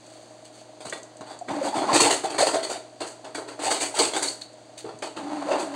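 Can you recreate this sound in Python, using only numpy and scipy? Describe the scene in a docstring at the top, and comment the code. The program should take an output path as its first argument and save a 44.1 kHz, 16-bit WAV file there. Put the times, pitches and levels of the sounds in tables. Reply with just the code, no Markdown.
"""A small kitchen, where a hand squeezes dry cornstarch close to a phone. The packed powder sticks
and slips in creaks and squeaks, then gives way in crunchy avalanches of tiny fractures. Loose crumbs
tick down into a plastic tub, light knocks ring the tub, and the palm bumps the counter. Cloth rustles
faintly; an appliance, likely a fridge, hums and rattles softly behind."""
import sys
import numpy as np
from scipy import signal
from scipy.fft import rfft, irfft, next_fast_len
from scipy.io import wavfile
from scipy.ndimage import uniform_filter1d, map_coordinates

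SR = 44100
rng = np.random.default_rng(int(sys.argv[2]) if len(sys.argv) > 2 else 0)


def to_wav(s):
    """Save 16-bit WAV."""
    ch = np.atleast_2d(s).T  # columns
    pcm = np.round(np.clip(ch, -1, 1) * 32767)  # PCM
    wavfile.write(sys.argv[1], SR, pcm.astype(np.int16))


N = 253575

# slow squeezes of the hand, one curve each: (time [s], force [dB], squeak pitch [Hz])
SQUEEZE_CURVES = [
    [(1.48, -36.5, 730), (1.488, -27.5, 750), (1.598, -31, 554), (1.686, -27.5, 791), (1.716, -39, 800),
     (1.768, -22.5, 802), (1.812, -31.5, 716), (1.888, -24.5, 916), (1.95, -18.5, 632)],
    [(5.16, -49, 820), (5.17, -34, 860), (5.224, -37, 748), (5.332, -32.5, 776), (5.452, -33, 575),
     (5.528, -24, 647), (5.602, -30.5, 568), (5.71, -37, 683), (5.75, -29.5, 614)],
]


def crunches():
    """Each collapse is an avalanche of fractures: big ones thud, small ones crackle, the finest hiss."""
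    # collapses of packed powder: (time [s], attack [s], thud level [dB], grit level [dB])
    collapses = [(0.804, .003, -43, -45.5), (0.85, 0.011, -36, -40.5), (0.925, 0.0038, -33.5, -39.5),
                 (1.208, .002, -35, -56), (1.255, 0.07, -39.5, -50.5), (1.484, .002, -31, -63),
                 (1.627, .04, -31, -35), (1.74, 0.044, -27.5, -36.5), (1.816, .003, -24, -44.5),
                 (1.885, .008, -22, -44), (1.927, 0.036, -17.5, -20), (2.002, 0.0016, -19.5, -14),
                 (2.034, 0.021, -18.5, -23.5), (2.098, 0.016, -21.5, -21.5), (2.235, 0.013, -26, -35.5),
                 (2.299, .007, -31, -38), (2.337, .008, -28, -41.5), (2.38, 0.0067, -21, -23),
                 (2.4, 0.01, -22, -22.5), (2.464, .007, -23, -26), (2.533, 0.017, -24.5, -31.5),
                 (2.625, 0.016, -33.5, -33.5), (2.69, 0.023, -29.5, -33), (2.739, 0.0065, -50, -51),
                 (3.003, 0.014, -28.5, -37.5), (3.062, 0.012, -46, -39.5), (3.243, 0.0034, -34.5, -48.5),
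                 (3.346, .005, -31, -35.5), (3.376, 0.0059, -30, -60), (3.475, 0.017, -34.5, -44.5),
                 (3.59, 0.015, -30, -40), (3.618, 0.052, -29, -27.5), (3.701, 0.022, -21.5, -24),
                 (3.799, 0.031, -28, -24.5), (3.938, 0.068, -29.5, -28.5), (3.988, 0.0028, -19.5, -19),
                 (4.02, 0.034, -29.5, -29), (4.133, 0.012, -27, -31.5), (4.163, 0.0018, -25.5, -27),
                 (4.223, .008, -28, -22.5), (4.273, 0.0017, -54, -30), (4.843, 0.052, -37, -57),
                 (5.022, 0.0027, -28, -36), (5.163, 0.0088, -30, -45.5), (5.507, 0.019, -22, -48),
                 (5.58, 0.027, -33, -36)]
    # dull body of the lump: (frequency [Hz], gain [dB])
    lump_eq = [(30, -68), (80, -32.5), (130, -13.5), (160, -15), (190, -26.5), (280, -0.5), (390, 3.5),
               (500, -3.5), (630, 3), (880, 0), (1100, -6), (1400, -9.5), (2200, -22), (5000, -86.5)]
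    # bite of the mid-sized fractures: (frequency [Hz], gain [dB])
    crackle_eq = [(300, -38), (900, -24), (1350, 1), (2000, 0.5), (3000, 0), (4600, -0.5), (6000, -7),
                  (9000, -51.5)]
    # sizzle of the finest grains sliding: (frequency [Hz], gain [dB])
    grit_eq = [(2000, -80.5), (4400, 0), (6000, -1), (9000, 3), (16000, 0)]
    # squeal of grains shearing past one another: (frequency [Hz], width [Hz], gain [dB])
    squeal_modes = [(6580, 240, 0.5), (8040, 680, 2.5)]
    collapse_t60_s, trickle_t60_s = 0.25, 0.46
    trickle_db = [-29, -17, -16]  # loose powder runs on after a collapse: thud, crackle, grit
    power, t = np.zeros((3, N + SR)), np.arange(SR * 3 // 4) / SR
    for s, attack, thud_db, grit_db in collapses:
        crackle_db = thud_db + 0.52 * (grit_db - thud_db) - 4.5
        age = np.maximum(t - attack, 0)
        collapse = amp(-60 * age / collapse_t60_s)
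        trickle = np.outer(amp(trickle_db), amp(-60 * age / trickle_t60_s))
        avalanche = np.minimum(t / attack, 1) * (collapse ** 2 + trickle ** 2)
        power[:, round(s * SR):][:, :len(t)] += amp([[thud_db], [crackle_db], [grit_db]]) ** 2 * avalanche
    thud_env, crackle_env, grit_env = np.sqrt(power[:, :N])
    clumps = amp(1.2 * wobble(160))  # fractures set one another off
    thuds = thud_env * unit(coloured(grains(rate=800, spread_db=2.5, smooth=0.4), lump_eq))
    cracks = coloured(grains(rate=2200, spread_db=0, smooth=0.52), crackle_eq)
    cracks = crackle_env * shifting_cavities(cracks, depth_db=4)
    hiss = coloured(grains(rate=3900, spread_db=1, smooth=0.12), grit_eq)
    hiss = grit_env * shifting_cavities(hiss, depth_db=1)
    squeal = grit_env * unit(resonate(grains(rate=900, spread_db=4, smooth=0), squeal_modes))
    return clumps * (amp(-1) * thuds + amp(-0.05) * cracks + amp(0.25) * hiss + amp(-10.5) * squeal)


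def shifting_cavities(x, depth_db):
    """Resonances come and go as the cavities in the powder change shape."""
    spectrum = signal.stft(x, nperseg=512)[2]
    ripple = uniform_filter1d(rng.standard_normal(spectrum.shape), size=3, axis=0)
    ripple = uniform_filter1d(ripple, size=9, axis=1)
    gain = amp(depth_db * unit(ripple).clip(-2, 2))
    return unit(signal.istft(spectrum * gain, nperseg=512)[1][:N])


def creaks():
    """Squeezed powder sticks and slips, faster with more force, and sheds a little grit."""
    # resonances of the squeezed powder: (frequency [Hz], width [Hz], gain [dB])
    rasp_modes = [(566, 91, 0), (818, 68, 3), (993, 170, -3)]
    grit_eq = [(400, -57), (1200, 8.5), (3000, -3), (9000, -8.5)]  # (frequency [Hz], gain [dB])
    slip_hz, slip_hz_per_db = 290, 3.5
    out = np.zeros(N)
    for squeeze in SQUEEZE_CURVES:
        s, force_db, _ = np.transpose(squeeze)
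        steady_rate = slip_hz + slip_hz_per_db * np.interp(clock(), s, force_db - force_db.mean())
        slips = pulses(steady_rate * np.exp(.06 * wobble(55)), scatter=.13, spread_db=3)
        grip = amp(3 * wobble(55))
        groan = unit(resonate(resonate(slips, [(285, 180, 0)]), [(289, 180, 0)])) * grip
        rasp = unit(resonate(slips, rasp_modes)) * amp(2.1 * wobble(75))
        grit = unit(coloured(grains(rate=2000, spread_db=0, smooth=0.27), grit_eq))
        # the groan swells more slowly than the force, and fades as the powder packs
        groan_db = -20 + 0.5 * force_db - 10.5 * (s - s[0])
        out += stroke(s, groan_db, fade_s=0.011) * groan
        out += stroke(s, force_db - 6, fade_s=0.0081) * (rasp + amp(-7) * grit)
    return out


def squeaks():
    """A slipping patch sings a rough tone that rises as it tightens; high ones flutter faster."""
    # featured squeaks: (time [s], length [s], pitch [Hz], level [dB])
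    slipping_patches = [(1.412, 0.011, 704, -30), (1.495, 0.0058, 735, -24), (1.614, 0.015, 559, -25),
                        (1.667, .016, 790, -28.5), (1.728, 0.015, 831, -26), (1.887, 0.015, 970, -22),
                        (1.998, 0.0081, 1058, -17), (2.02, 0.016, 396, -21), (2.066, 0.021, 854, -21),
                        (2.245, .014, 690, -26), (2.404, 0.027, 695, -22.5), (2.423, 0.013, 629, -16.5),
                        (2.539, 0.046, 633.6, -27.5), (2.743, 0.024, 702, -34.5), (3.379, .021, 382, -38),
                        (3.664, 0.032, 763, -26.5), (3.941, 0.0047, 773, -27), (3.99, 0.017, 4420, -26),
                        (3.994, 0.015, 447, -24.5), (4.013, 0.02, 8000, -28), (4.165, 0.0028, 797, -20.5),
                        (4.277, 0.015, 4510, -32.5), (4.416, 0.0061, 4150, -38.5),
                        (4.843, 0.033, 435, -34.5), (5.024, 0.004, 534, -26), (5.486, 0.07, 574, -28),
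                        (5.512, .038, 2690, -39.5)]
    out = np.zeros(N + SR)
    for s, length, hz, db in slipping_patches + chirps():
        t = np.arange(int((length + .03) * SR)) / SR
        flutter_hz, t60 = 9.5 * np.sqrt(hz), 1 / np.sqrt(hz)
        drift_hz = (1.5 * np.sqrt(hz) + .025 * hz) * wobble(flutter_hz, size=len(t))
        roughness = amp(2.8 * wobble(flutter_hz, size=len(t)))
        pitch = hz * (1 + 0.04 * (np.minimum(t / length, 1) - .5)) + drift_hz
        envelope = np.minimum(t / 0.0019, 1) * amp(-60 * np.maximum(t - length, 0) / t60)
        tone = np.sin(2 * np.pi * np.cumsum(pitch) / SR)
        out[round(s * SR):][:len(t)] += amp(db + 2) * envelope * roughness * tone
    return out[:N]


def chirps():
    """Cues for the small squeaks scattered through each squeeze, louder with more force."""
    chirps_per_s, length_s = 28, 0.014
    cues = []
    for squeeze in SQUEEZE_CURVES:
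        s, force_db, hz = np.transpose(squeeze)
        late, sizes, detunes = rng.standard_normal((40, 3)).T
        times = s[0] + (np.arange(len(late)) + .5 + .25 * late) / chirps_per_s
        for at, size, detune in zip(times, sizes, detunes):
            if at < s[-1]:
                pitch = np.interp(at, s, hz) * np.exp(0.06 * detune)
                db = np.interp(at, s, force_db) - 4.5 + 2 * size
                cues.append((at, length_s, pitch, db))
    return cues


def crumbs():
    """A crumb lands with a small bright tick, then scatters."""
    # crumbs landing: (time [s], level [dB])
    landings = [(0.0648, -42), (0.4527, -42), (0.8724, -46), (0.8974, -24), (0.978, -34), (1.031, -34),
                (1.1687, -40), (1.2084, -39), (1.39, -35.5), (4.53, -44), (4.9886, -38)]
    tick_hz, tick_t60_s, scatter_t60_s = 7100, .025, 0.11
    envelope, t = np.zeros(N), clock()
    for s, db in landings:
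        age = np.maximum(t - s, 0)
        tick = amp(-2 - 60 * age / tick_t60_s)
        scatter = amp(-13 - 60 * age / scatter_t60_s)
        envelope += amp(db) * (t >= s) * (tick + scatter)
    spray = envelope * grains(rate=5000, spread_db=3, smooth=.5)
    return signal.lfilter(*signal.iirpeak(tick_hz, Q=2.2, fs=SR), spray)


def tub_knocks():
    """Each knock rings the thin plastic with a new balance of its modes."""
    # light knocks: (time [s], level [dB])
    knocks = [(0.924, -32), (1.484, -37.5), (3.349, -36), (5.025, -38), (5.516, -43)]
    # ring of the tub: (frequency [Hz], level [dB], t60 [s])
    tub_modes = [(556, 2.5, 0.065), (1180, 2.5, 0.069), (1450, -1, 0.091), (1600, 13.5, 0.031),
                 (1917, 9.5, 0.043), (2260, 10, 0.031), (2660, -16, 0.045), (3480, -0.5, 0.091)]
    out, t = np.zeros(N + SR), np.arange(SR // 5) / SR
    attack = np.minimum(t / 0.0022, 1)
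    for s, db in knocks:
        ring = np.zeros(len(t))
        for hz, mode_db, t60 in tub_modes:
            strength, phase = rng.standard_normal(2)
            ring += amp(mode_db + 2 * strength - 60 * t / t60) * np.sin(2 * np.pi * (hz * t + phase))
        out[round(s * SR):][:len(t)] += amp(db - 5.5) * ring * attack
    return out[:N]


def counter_bumps():
    """A soft palm pushes the counter, which answers with a low boom."""
    # bumps of the hand: (time [s], level [dB])
    bumps = [(0.859, -40), (0.924, -43), (1.205, -41.5), (1.509, -33), (1.767, -34), (1.928, -26.5),
             (2.012, -29), (4.856, -43), (4.941, -44)]
    # boom of the counter: (frequency [Hz], width [Hz], gain [dB])
    counter_modes = [(98, 18, -5), (138, 24, 1.5), (248, 46, 1)]
    pushes = np.zeros(N)
    for s, db in bumps:
        pushes[round(s * SR)] += amp(db + 46.5)
    return resonate(resonate(pushes, counter_modes), [(140, 590, 0)])


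def sleeve():
    """Cotton rustles as the arm moves, and dry skin brushes past it."""
    # brushes of skin and cotton: (time [s], attack [s], t60 [s], level [dB])
    brushes = [(0.0, .13, 1.6, -50.5), (0.447, 0.008, .12, -43.5), (0.52, .09, 0.19, -49.5),
               (4.411, 0.003, 0.17, -37.5), (4.775, .004, 0.27, -35.5)]
    # sheen of the fibres: (frequency [Hz], gain [dB])
    cotton_eq = [(500, -17), (1500, -4), (4000, 1.5), (9000, -0.5), (16000, 2.5)]
    envelope = sum(amp(db) * swell(s, attack, t60) for s, attack, t60, db in brushes)
    return envelope * unit(coloured(grains(rate=3000, spread_db=6.5, smooth=0.68), cotton_eq))


def fridge():
    """The motor hums steadily while the compressor taps a loose panel unevenly."""
    # motor tones: (frequency [Hz], peak level [dB])
    motor_tones = [(59.2, -81), (118.4, -58.5), (312.2, -56.5), (360.7, -65.5), (489.9, -63)]
    # ring of the loose panel: (frequency [Hz], width [Hz], gain [dB])
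    panel_modes = [(317, 19, -25), (624, 17, 8), (740, 97, -7)]
    t, tap_hz = clock(), 26.0
    hum = sum(amp(db) * np.sin(2 * np.pi * hz * t + 0.00053 * hz * wobble(4.7)) for hz, db in motor_tones)
    taps = pulses(np.full(N, tap_hz), scatter=.04, spread_db=3.3)
    taps = np.minimum(taps, 1.4)  # the panel's travel is limited
    rattle = unit(resonate(resonate(taps, panel_modes), [(600, 600, 0)]))
    return hum + amp(-51.5) * rattle


def kitchen_reverb(x):
    """Cupboards and walls answer with a short diffuse tail."""
    # decay of the kitchen: (frequency [Hz], t60 [s])
    decay_times = [(150, 0.45), (1000, 0.46), (5000, 0.35), (12000, 0.29)]
    hz, t, noise = signal.stft(rng.standard_normal(SR // 2), SR, nperseg=256)
    decay = amp(-60 * t / along(decay_times, hz)[:, None])
    tail = signal.istft(noise * decay, SR, nperseg=256)[1]
    predelay = round(.004 * SR)
    return signal.fftconvolve(np.pad(x, (predelay, 0)), tail / np.linalg.norm(tail))[:N]


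def room_tone():
    """A steady bed of room air and microphone hiss."""
    # colour of the bed: (frequency [Hz], gain [dB])
    air_eq = [(25, -36), (55, -24), (110, -9), (190, -6.5), (300, 4), (420, -3), (600, 3), (820, -1),
              (1200, -9), (2500, -15), (5000, -14), (9000, -19), (16000, -18)]
    return unit(coloured(rng.standard_normal(N), air_eq))


def amp(db):
    """Decibels to gain."""
    return 10 ** (np.asarray(db) / 20)


def unit(x):
    """Scale to rms 1."""
    return x / np.sqrt(np.mean(x ** 2) + 1e-20)


def along(points, hz):
    """Read (frequency [Hz], value) points on a log axis."""
    freqs, values = np.transpose(points)
    return np.interp(np.log(hz + 1), np.log(freqs + 1), values)


def clock():
    """Time of every sample, in seconds."""
    return np.arange(N) / SR


def wobble(rate, size=N):
    """A smooth random curve with `rate` knots a second."""
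    knots = rng.standard_normal(int(size * rate / SR) + 4)
    return map_coordinates(knots, [np.arange(size) * rate / SR])


def filtered(x, response):
    """Filter x by a complex function of frequency."""
    size = next_fast_len(N + SR // 2)
    return irfft(rfft(x, size) * response(np.fft.rfftfreq(size, 1 / SR)), size)[:N]


def coloured(x, points):
    """Minimum-phase EQ through (frequency [Hz], gain [dB]) points."""
    size = 8192
    cepstrum = irfft(np.log(amp(along(points, np.fft.rfftfreq(size, 1 / SR)))))
    cepstrum[1:size // 2] *= 2
    cepstrum[size // 2 + 1:] = 0
    return signal.fftconvolve(x, irfft(np.exp(rfft(cepstrum))))[:N]


def resonate(x, modes):
    """Ring (frequency [Hz], width [Hz], gain [dB]) resonances in alternating polarity."""
    def response(f):
        return sum((-1) ** k * amp(db) * 1j * f * width / (hz * hz - f * f + 1j * f * width)
                   for k, (hz, width, db) in enumerate(modes))
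    return filtered(x, response)


def grains(rate, spread_db, smooth):
    """Random snaps of uneven size, `rate` a second, over a share of smooth sliding noise."""
    snaps = (rng.random(N) < rate / SR) * rng.choice([-1, 1], N)
    sizes = amp(spread_db * rng.standard_normal(N).clip(-2, 2))
    return unit(snaps * sizes) + smooth * rng.standard_normal(N)


def pulses(rate, scatter, spread_db):
    """One pulse per cycle of a rate curve, scattered in time (share of a cycle) and in size."""
    at = np.flatnonzero(np.diff(np.floor(np.cumsum(rate) / SR)))
    late, size = rng.standard_normal((len(at), 2)).T
    at = np.clip(at + scatter * late * SR / rate[at], 0, N - 1).astype(int)
    return np.bincount(at, amp(spread_db * size), N)


def stroke(s, db, fade_s):
    """Envelope through levels db at times s, fading out beyond both ends."""
    t = clock()
    return amp(np.interp(t, s, db)) * np.clip(1 + np.minimum(t - s[0], s[-1] - t) / fade_s, 0, 1)


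def swell(s, attack, t60):
    """Envelope that rises from time s and then dies away."""
    age = clock() - s
    return np.sqrt(np.clip(age / attack, 0, 1)) * amp(-60 * np.clip((age - attack) / t60, 0, 2))


def scene():
    """Powder, tub and counter up close with their reverb, over sleeve, fridge and room tone."""
    near = crunches() + creaks() + squeaks() + crumbs() + tub_knocks() + counter_bumps()
    air = amp(-51) * room_tone()
    return (near + amp(-8.5) * kitchen_reverb(near) + sleeve() + fridge() + air)[None]


def record(dry):
    """The phone's port colours the treble, and nothing passes its band limit."""
    # colour of the microphone port: (frequency [Hz], gain [dB])
    port_eq = [(25, -4), (100, -0.5), (3400, 0), (4100, 1.5), (4500, 7.5), (4850, 0.5), (5250, -10),
               (6400, 3.5), (7100, 1.5), (8100, 3), (9000, 1.5), (9900, -8), (10700, -19), (11900, -18.5),
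               (13000, -34), (15800, -25)]
    band_limit_hz = 15850
    return filtered(coloured(dry[0], port_eq), lambda hz: hz < band_limit_hz)[None]


dry = scene()
out = record(dry)
to_wav(out)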